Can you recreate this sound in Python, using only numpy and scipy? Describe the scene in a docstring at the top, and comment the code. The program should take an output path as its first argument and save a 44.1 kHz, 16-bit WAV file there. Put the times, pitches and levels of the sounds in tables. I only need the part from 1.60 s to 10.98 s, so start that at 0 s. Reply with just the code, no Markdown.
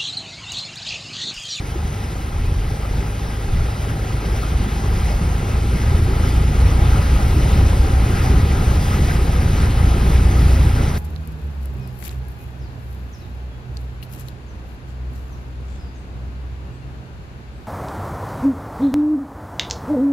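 """Rushing water and a low drone come through the open window of a car wading along a flooded road.
As the engine picks up speed, the bow wave grows louder: turbulence gives its wash, ringing bubbles
its gurgle and fizz, and single slaps of water its splashes. The engine sounds harmonics of its
firing rate. Wind buffets the window with a low rumble, the same in both ears."""
import sys
import numpy as np
from scipy import signal
from scipy.fft import rfft, irfft, next_fast_len
from scipy.io import wavfile
from scipy.ndimage import uniform_filter1d, map_coordinates

SR = 44100
rng = np.random.default_rng(int(sys.argv[2]) if len(sys.argv) > 2 else 0)


def wav_record(signal):
    """Record a signal, one row per channel, as 16-bit PCM in the file named by sys.argv[1]."""
    frames = np.transpose(np.atleast_2d(signal))
    bounded = np.clip(frames, -1, 1)
    # unit amplitude maps onto the largest positive 16-bit level
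    quanta = np.round(bounded * 32767).astype(np.int16)
    wavfile.write(sys.argv[1], SR, quanta)


N = 413658

# How hard the car pushes the water. Each row: time in seconds, push in dB (0 at cruising speed).
WATER_PUSH = [(0, -6), (1.6, -4.7), (3.1, -2.5), (4.1, -1.87), (5.3, -0.06), (5.9, 0.5), (6.4, 0), (7.8, 0),
              (8.6, 0.2), (9.38, -0.75)]
# The bow wave slops over. Each row: peak time and width in seconds, wash and spray lifts in dB.
WAVE_SURGES = [(.4, 0.33, -0.5, 1), (1.38, 0.13, 0.5, 1.3), (2.15, 0.26, .5, 0.5), (2.8, .12, -1.3, 2),
               (3.5, 0.2, 1.5, 2), (4.1, .27, -0.5, .4), (4.68, 0.17, -0.5, 2.5), (5.38, 0.26, 1.5, 1.5),
               (5.83, 0.39, 0, 1.8), (6.62, 0.26, 0.7, 3.5), (7.4, 0.55, 0.1, 3), (8.03, 0.092, 0, 1.2),
               (8.52, 0.25, 1.5, 2), (8.88, 0.26, 0.8, 2.5), (9.25, .25, 0.5, .8)]
# Slaps of water. Each row: start and decay time in seconds, pitch in Hz, width in octaves, level in dB.
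WATER_SLAPS = [(0.209, 0.087, 790, .25, -40), (0.672, .06, 1280, .3, -39), (1.308, 0.085, 1600, 0.55, -41),
               (2.068, 0.073, 1290, .3, -42), (2.818, 0.05, 1280, .3, -33), (3.148, 0.076, 794, 0.22, -35),
               (3.21, .07, 1000, .3, -40), (3.481, .12, 620, .7, -36), (3.928, .07, 2130, .3, -41),
               (4.155, 0.087, 2100, .3, -40.5), (4.44, 0.11, 358, .4, -29), (4.622, .07, 1290, 0.25, -34),
               (4.925, 0.072, 1300, .3, -39), (5.17, 0.068, 790, .3, -32), (5.691, 0.11, 290, 0.49, -29),
               (5.331, 0.11, 1310, .3, -34), (6.147, 0.12, 790, .25, -37), (6.344, 0.069, 780, .25, -31),
               (6.54, .14, 2100, 1.8, -33), (6.63, .09, 885, .5, -31), (6.74, 0.058, 1310, .3, -32),
               (7.301, 0.069, 1300, .3, -32), (7.319, 0.052, 2000, .4, -40), (7.48, 0.087, 2100, 1.1, -31),
               (8.007, .07, 1610, .6, -35), (8.52, .08, 2800, 1, -36), (8.96, .07, 566, 0.36, -33),
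               (9.168, .06, 1600, 1.5, -33)]
# Trapped air. Each row: start in seconds, pitch in Hz, level in dB, seconds to fall by 60 dB.
AIR_POCKETS = [(.155, 349, -15, 0.07), (3.609, 175, -14, 0.12), (4.14, 175, -12, 0.15)]

# Noise spectra of water, car body and wind. Each row: frequency in Hz, relative density in dB.
WASH_SPECTRUM = [(120, -20), (260, -1), (400, 2.5), (520, -1), (620, -3), (1000, -6), (1600, -4.5),
                 (2200, -9.5), (3200, -14.5), (5500, -24), (15000, -58)]
CREST_SPECTRUM = [(900, -8), (1130, -8), (1250, 4.5), (1370, -1.5), (1550, -8), (2000, -36), (4000, -80)]
SPRAY_SPECTRUM = [(800, -11), (2000, 5.5), (3200, 1.1), (4300, -0.8), (5500, 0), (8000, -3), (11500, -5.5),
                  (15500, -10)]
FROTH_SPECTRUM = [(300, 0), (1500, 8), (6000, -26)]
CHURN_SPECTRUM = [(50, -43), (90, -4.5), (140, 1.5), (190, -4), (250, -7), (350, -12), (600, -26),
                  (2000, -45), (6000, -100)]
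SHUDDER_SPECTRUM = [(30, -30), (60, -0.5), (75, 2), (125, 0.5), (170, -7.5), (260, -16), (700, -91)]
BUFFET_SPECTRUM = [(10, -30), (20, -10), (30, -6), (42, 1), (54, 1.5), (66, 7.5), (76, 6), (87, -3),
                   (110, -7.5), (160, -15), (250, -28.5), (400, -42), (900, -120)]
PUFF_SPECTRUM = [(12, -30), (27, -2), (36, -5), (46, -5), (65, -21), (150, -23), (260, -43), (700, -120)]

# Engine speed. Each row: time in seconds, firings per second.
FIRING_RATE = [(0, 24.9), (.85, 25.25), (1.4, 25.95), (2.4, 26.05), (2.8, 25.65), (3.42, 25.45),
               (3.8, 26.05), (4.35, 27.5), (5, 29.3), (5.5, 29.5), (6, 29.8), (6.8, 29.8), (7.5, 29.15),
               (8.1, 28.95), (9.38, 29.1)]
# Harmonics of the firing rate, from the first up. Each row: level in dB at light and at open throttle.
ORDER_LEVELS = [(-40, -25), (-28.5, -24), (-33, -23), (-31, -31), (-44, -36.5)]
# One engine order booms in the cabin. 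Each row: start and hold in seconds, order, lift in dB.
CABIN_BOOMS = [(1.1, 0.37, 2, 4.5), (1.9, .6, 4, 4.5), (2.55, 1.2, 2, 5), (3.6, 1, 4, 6),
               (4.15, 0.3, 3, 2.5), (4.7, 0.67, 2, 7.5), (5.4, 0.96, 2, 6), (6.7, .25, 2, 4),
               (7.25, 0.28, 2, 5.5), (7.7, 1.9, 4, 4.5), (8, 0.94, 2, 6.5), (8.6, 0.51, 3, 1.5)]
# Gusts at the window and puffs on the microphone. Each row: start and hold in seconds, level in dB.
WINDOW_GUSTS = [(0.167, 0.093, -20.5), (.72, 0.27, -23.5), (1.29, 0.11, -24), (1.864, 0.24, -19),
                (2.36, 0.15, -40), (2.642, .12, -20.5), (2.89, 0.087, -17), (3.253, 0.21, -18.5),
                (3.52, 0.14, -20), (3.93, 0.24, -18.5), (4.16, 0.29, -19), (4.7, 0.09, -22),
                (4.98, 0.11, -14.5), (5.287, 0.086, -14.5), (5.62, 0.17, -20), (5.95, 0.084, -11),
                (6.11, 0.15, -17.5), (6.307, 0.17, -23), (6.683, 0.22, -15), (7.33, 0.18, -21),
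                (7.946, 0.17, -18), (8.432, 0.65, -18.5)]
MIC_PUFFS = [(.7, 0.37, -22.5), (1.28, 0.22, -31), (1.87, 0.16, -18.5)]

# Resonances of the window opening and cabin. Each row: centre and width in Hz, lift in dB.
CABIN_RESONANCES = [(410, 50, .7), (787, 105, 5.5), (1002, 55, 2.8), (1134, 110, -1.5), (1244, 70, 1.5),
                    (1345, 60, 1.8), (1600, 78, 1.5), (1710, 60, -1.5), (2015, 110, 2), (2110, 55, -1.8),
                    (2190, 65, 2), (2530, 99, 2), (3010, 70, 2), (3570, 110, 1), (3900, 80, 2),
                    (4850, 220, 1.5)]
# Likeness of the two microphone ports. Each row: frequency in Hz, coherence from 0 to 1.
PORT_COHERENCE = [(150, 1), (300, .94), (450, .91), (590, .8), (685, .42), (750, .82), (860, .76),
                  (930, .15), (1020, .42), (1160, .47), (1250, .76), (1380, .12), (1510, .6), (1660, .15),
                  (1850, .72), (2050, .88), (2900, .9), (3400, .99), (4200, .85), (5100, .97), (6000, .95),
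                  (7000, 1)]
# Phase between the ports. Each row: frequency in Hz, lead of the left in radians.
PORT_LEAD = [(100, 0), (520, .4), (700, 1.5), (880, .55), (1100, 1.5), (1280, .9), (1470, 3), (1700, 4.3),
             (1900, 5.8), (2400, 6.85), (3400, 6.35), (4400, 7.1), (5100, 6.75), (6000, 7.95), (7300, 9.45),
             (8500, 10.4), (10300, 12.55), (11800, 13.85), (13000, 15.3), (14000, 15.8), (15500, 17.8)]
# Balance of the ports. Each row: frequency in Hz, left minus right in dB.
PORT_BALANCE = [(150, -1.5), (430, -0.2), (620, 2), (780, 2), (1400, 3), (1750, 3), (2200, 0)]


def bow_wave(push_db):
    """A breaking wave radiates by turbulence and bubble resonance: wash, hollow crest and fine spray."""
    wash_lift_db, spray_lift_db = surges()
    wash_db = -29.5 + 0.97 * push_db + wash_lift_db
    spray_db = -36.5 + 0.89 * push_db + spray_lift_db
    # the crest curls over with a throaty sound once the car is under way
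    curl = amp(-50.5 + push_db) + amp(-45.5) * envelope(start=4.4, attack=0.26, hold=2.8, release=2.6)
    slosh = wobble(17)
    gurgle = bubbles(count=7000, low_hz=298.3, high_hz=1504, cycles=4.66,
                     spread_db=2.0, rise=0.039, samples=700)
    drops = bubbles(count=45000, low_hz=1510, high_hz=8230, cycles=1.2,
                    spread_db=3.5, rise=0.026, samples=48)
    wash = at_ports(turbulence(patchy_db=1.2) + amp(-11.5) * gurgle, WASH_SPECTRUM)
    crest = at_ports(turbulence(patchy_db=2.5), CREST_SPECTRUM)
    spray = at_ports(turbulence(patchy_db=1.58) + amp(-13) * drops, SPRAY_SPECTRUM)
    crest *= curl * amp(wash_lift_db + 1.6 * wobble(18))
    spray *= amp(spray_db + 0.19 * slosh + 0.66 * wobble(45))
    return amp(0.62 * slosh) * (amp(wash_db) * wash + crest) + spray


def surges():
    """Amplitude modulation: each slop of the wave shifts wash and spray by a bell curve in dB."""
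    t = np.arange(N) / SR
    return sum(np.outer([wash_db, spray_db], np.exp(-(2 * (t - peak) / width) ** 2))
               for peak, width, wash_db, spray_db in WAVE_SURGES)


def splashes():
    """Impact excitation: each slap of water sets off a burst of froth and bubbles around one pitch."""
    attack_s = 0.018
    fizz = bubbles(count=6000, low_hz=350, high_hz=3880, cycles=4.2,
                   spread_db=1.5, rise=0.037, samples=900)
    froth = at_ports(turbulence(patchy_db=3) + fizz, FROTH_SPECTRUM)
    t = np.arange(SR // 2) / SR
    octaves = np.log2(np.fft.rfftfreq(len(t), 1 / SR) + 1)
    sound = np.zeros((2, N + len(t)))
    for start, decay, hz, width, db in WATER_SLAPS:
        piece = froth[:, rng.integers(N - len(t)):][:, :len(t)]
        band = np.exp(-2 * ((octaves - np.log2(hz)) / width) ** 2)
        burst = unit(irfft(rfft(piece) * band, len(t)))
        shape = np.clip(t / attack_s, 0, 1) * np.exp(-(t / decay) ** 2)
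        sound[:, round(start * SR):][:, :len(t)] += amp(db) * shape * burst
    return sound[:, :N]


def churn(push_db):
    """Turbulent flow: water thrown about under the wheels gives a dull roar that grows with the push."""
    level_db = -24 + 1.67 * push_db + 1.13 * wobble(12)
    return amp(level_db) * at_ports(turbulence(patchy_db=0.8), CHURN_SPECTRUM)


def gulps():
    """A pocket of trapped air rings briefly as a damped oscillator."""
    sound = np.zeros(N)
    for start, hz, db, t60 in AIR_POCKETS:
        t = np.maximum(np.arange(N) / SR - start, 0)
        onset = 1 - np.exp(-t / 0.004)
        sound += amp(db - 60 * t / t60) * onset * np.sin(2 * np.pi * hz * t)
    return sound


def engine():
    """Periodic forcing: each firing is a dip of pressure, rich in harmonics, and shakes the car body."""
    opens_at_s, opening_s, boom_fade_s = 3.46, 0.92, 0.23
    throttle = np.clip((np.arange(N) / SR - opens_at_s) / opening_s, 0, 1)
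    phase = 2 * np.pi * (np.cumsum(over_time(FIRING_RATE)) / SR + rng.random()) + .03 * wobble(3)
    load_db = 0.47 * wobble(4.8)
    shudder = unit(coloured_noise(SHUDDER_SPECTRUM) * amp(4.5 * np.cos(phase)))
    sound = amp(-31 + 4 * throttle) * shudder
    for order, (light_db, open_db) in enumerate(ORDER_LEVELS, 1):
        boom_db = sum(db * envelope(start, boom_fade_s, hold, boom_fade_s)
                      for start, hold, booming, db in CABIN_BOOMS if booming == order)
        level_db = light_db + throttle * (open_db - light_db) + boom_db + load_db
        sound -= amp(level_db) * np.sqrt(2) * np.cos(order * phase)
    return sound


def wind(push_db):
    """Buffeting: draught and gusts add in power at the window; deeper puffs strike the microphone."""
    def power(rows):
        return sum((amp(db) * envelope(start, attack=0.033, hold=hold, release=0.051)) ** 2
                   for start, hold, db in rows)

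    draught = amp(-19 + 2.2 * push_db + 1.37 * wobble(11))
    buffet = np.sqrt(draught ** 2 + power(WINDOW_GUSTS)) * eddies(BUFFET_SPECTRUM)
    return buffet + np.sqrt(power(MIC_PUFFS)) * eddies(PUFF_SPECTRUM)


def eddies(spectrum):
    """Pressure fluctuations of about equal strength: noise divided by its running rms."""
    air = coloured_noise(spectrum)
    return air / np.sqrt(np.abs(uniform_filter1d(air ** 2, size=2600)) + 1e-6)


def turbulence(patchy_db):
    """Intermittency: two white noises with patches of random gain in time and frequency."""
    spectra = signal.stft(rng.standard_normal((2, N)), nperseg=512)[2]
    patches = uniform_filter1d(rng.standard_normal(spectra.shape[1:]), size=7, axis=0)
    patches = uniform_filter1d(patches, size=10, axis=1)
    return unit(signal.istft(spectra * amp(patchy_db * unit(patches)), nperseg=512)[1][:, :N])


def bubbles(count, low_hz, high_hz, cycles, spread_db, rise, samples):
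    """Bubble resonance in two random clouds: each ring decays and climbs as it nears the surface."""
    clouds = []
    for _ in range(2):
        when, pitch, strength = rng.random((count, 3)).T[:, :, None]
        hz = low_hz * (high_hz / low_hz) ** pitch
        turns = hz * np.arange(samples) / SR
        age = turns / cycles
        # exponential distribution in dB: many faint ones, few loud ones
        gain = amp(-spread_db * np.log(np.maximum(strength, 1 / count ** .5))) * hz
        shape = np.exp(-age) * (1 - np.exp(-2 * turns))
        rings = gain * shape * np.sin(2 * np.pi * turns * (1 + rise * age))
        index = (when * N).astype(int) + np.arange(samples)
        clouds.append(unit(np.bincount(index.ravel(), rings.ravel(), N + samples)[:N]))
    return np.array(clouds)


def at_ports(pair, spectrum):
    """Partial coherence: two unrelated signals, coloured by the cabin, blend at the microphone ports."""
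    def apart(hz):  # long waves reach both ports alike
        return hz ** 3 / (hz ** 3 + 170 ** 3)

    def mid_and_side(hz):
        cabin_db = sum(db * np.exp(-2 * ((hz - centre) / width) ** 2)
                       for centre, width, db in CABIN_RESONANCES)
        angle = apart(hz) * np.arccos(np.clip(along(PORT_COHERENCE, hz), -1, 1)) / 2
        return amp(along(spectrum, hz) + cabin_db) * [np.cos(angle), np.sin(angle)]

    def left_and_right(hz):
        share = np.array([[.5], [-.5]]) * apart(hz)
        return amp(share * along(PORT_BALANCE, hz)) * np.exp(1j * share * along(PORT_LEAD, hz))

    mid, side = filtered(pair, mid_and_side)
    return unit(filtered(np.array([mid + side, mid - side]), left_and_right))


def coloured_noise(spectrum):
    """Spectral shaping of white noise, at rms 1."""
    return unit(filtered(rng.standard_normal(N), lambda hz: amp(along(spectrum, hz))))


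def filtered(x, response):
    """Linear filtering: the spectrum of x times a complex response of frequency."""
    size = next_fast_len(N + 8192)
    return irfft(rfft(x, size) * response(np.fft.rfftfreq(size, 1 / SR)), size)[..., :N]


def envelope(start, attack, hold, release):
    """A trapezoid, timed in seconds; the hold counts from the start."""
    t = np.arange(N) / SR - start
    return np.clip(t / attack, 0, 1) * np.clip(1 - (t - hold) / release, 0, 1)


def wobble(rate):
    """Smooth random modulation, rate knots a second."""
    return map_coordinates(rng.standard_normal(4096), [np.arange(N) * rate / SR], mode="wrap")


def along(points, hz):
    """Interpolation of (Hz, value) points on a log frequency axis."""
    point_hz, values = np.transpose(points)
    return np.interp(np.log(hz + 1), np.log(point_hz + 1), values)


def over_time(points):
    """Interpolation of (seconds, value) points at every sample."""
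    return np.interp(np.arange(N) / SR, *np.transpose(points))


def amp(db):
    """Decibels to gain."""
    return 10 ** (np.asarray(db) / 20)


def unit(x):
    """Normalisation to rms 1."""
    return x / np.sqrt(np.mean(x ** 2) + 1e-20)


def scene():
    """Superposition: water all around; gulps, engine and wind in the middle."""
    push_db = over_time(WATER_PUSH)
    return bow_wave(push_db) + splashes() + churn(push_db) + gulps() + engine() + wind(push_db)


def record(dry):
    """Soft saturation rounds off the largest swings, and a band limit removes the highest treble."""
    ceiling, top_hz = .92, 15650
    rounded = dry / (1 + np.abs(dry / ceiling) ** 10) ** (1 / 10)
    return filtered(rounded, lambda hz: hz < top_hz)


dry = scene()
out = record(dry)
wav_record(out)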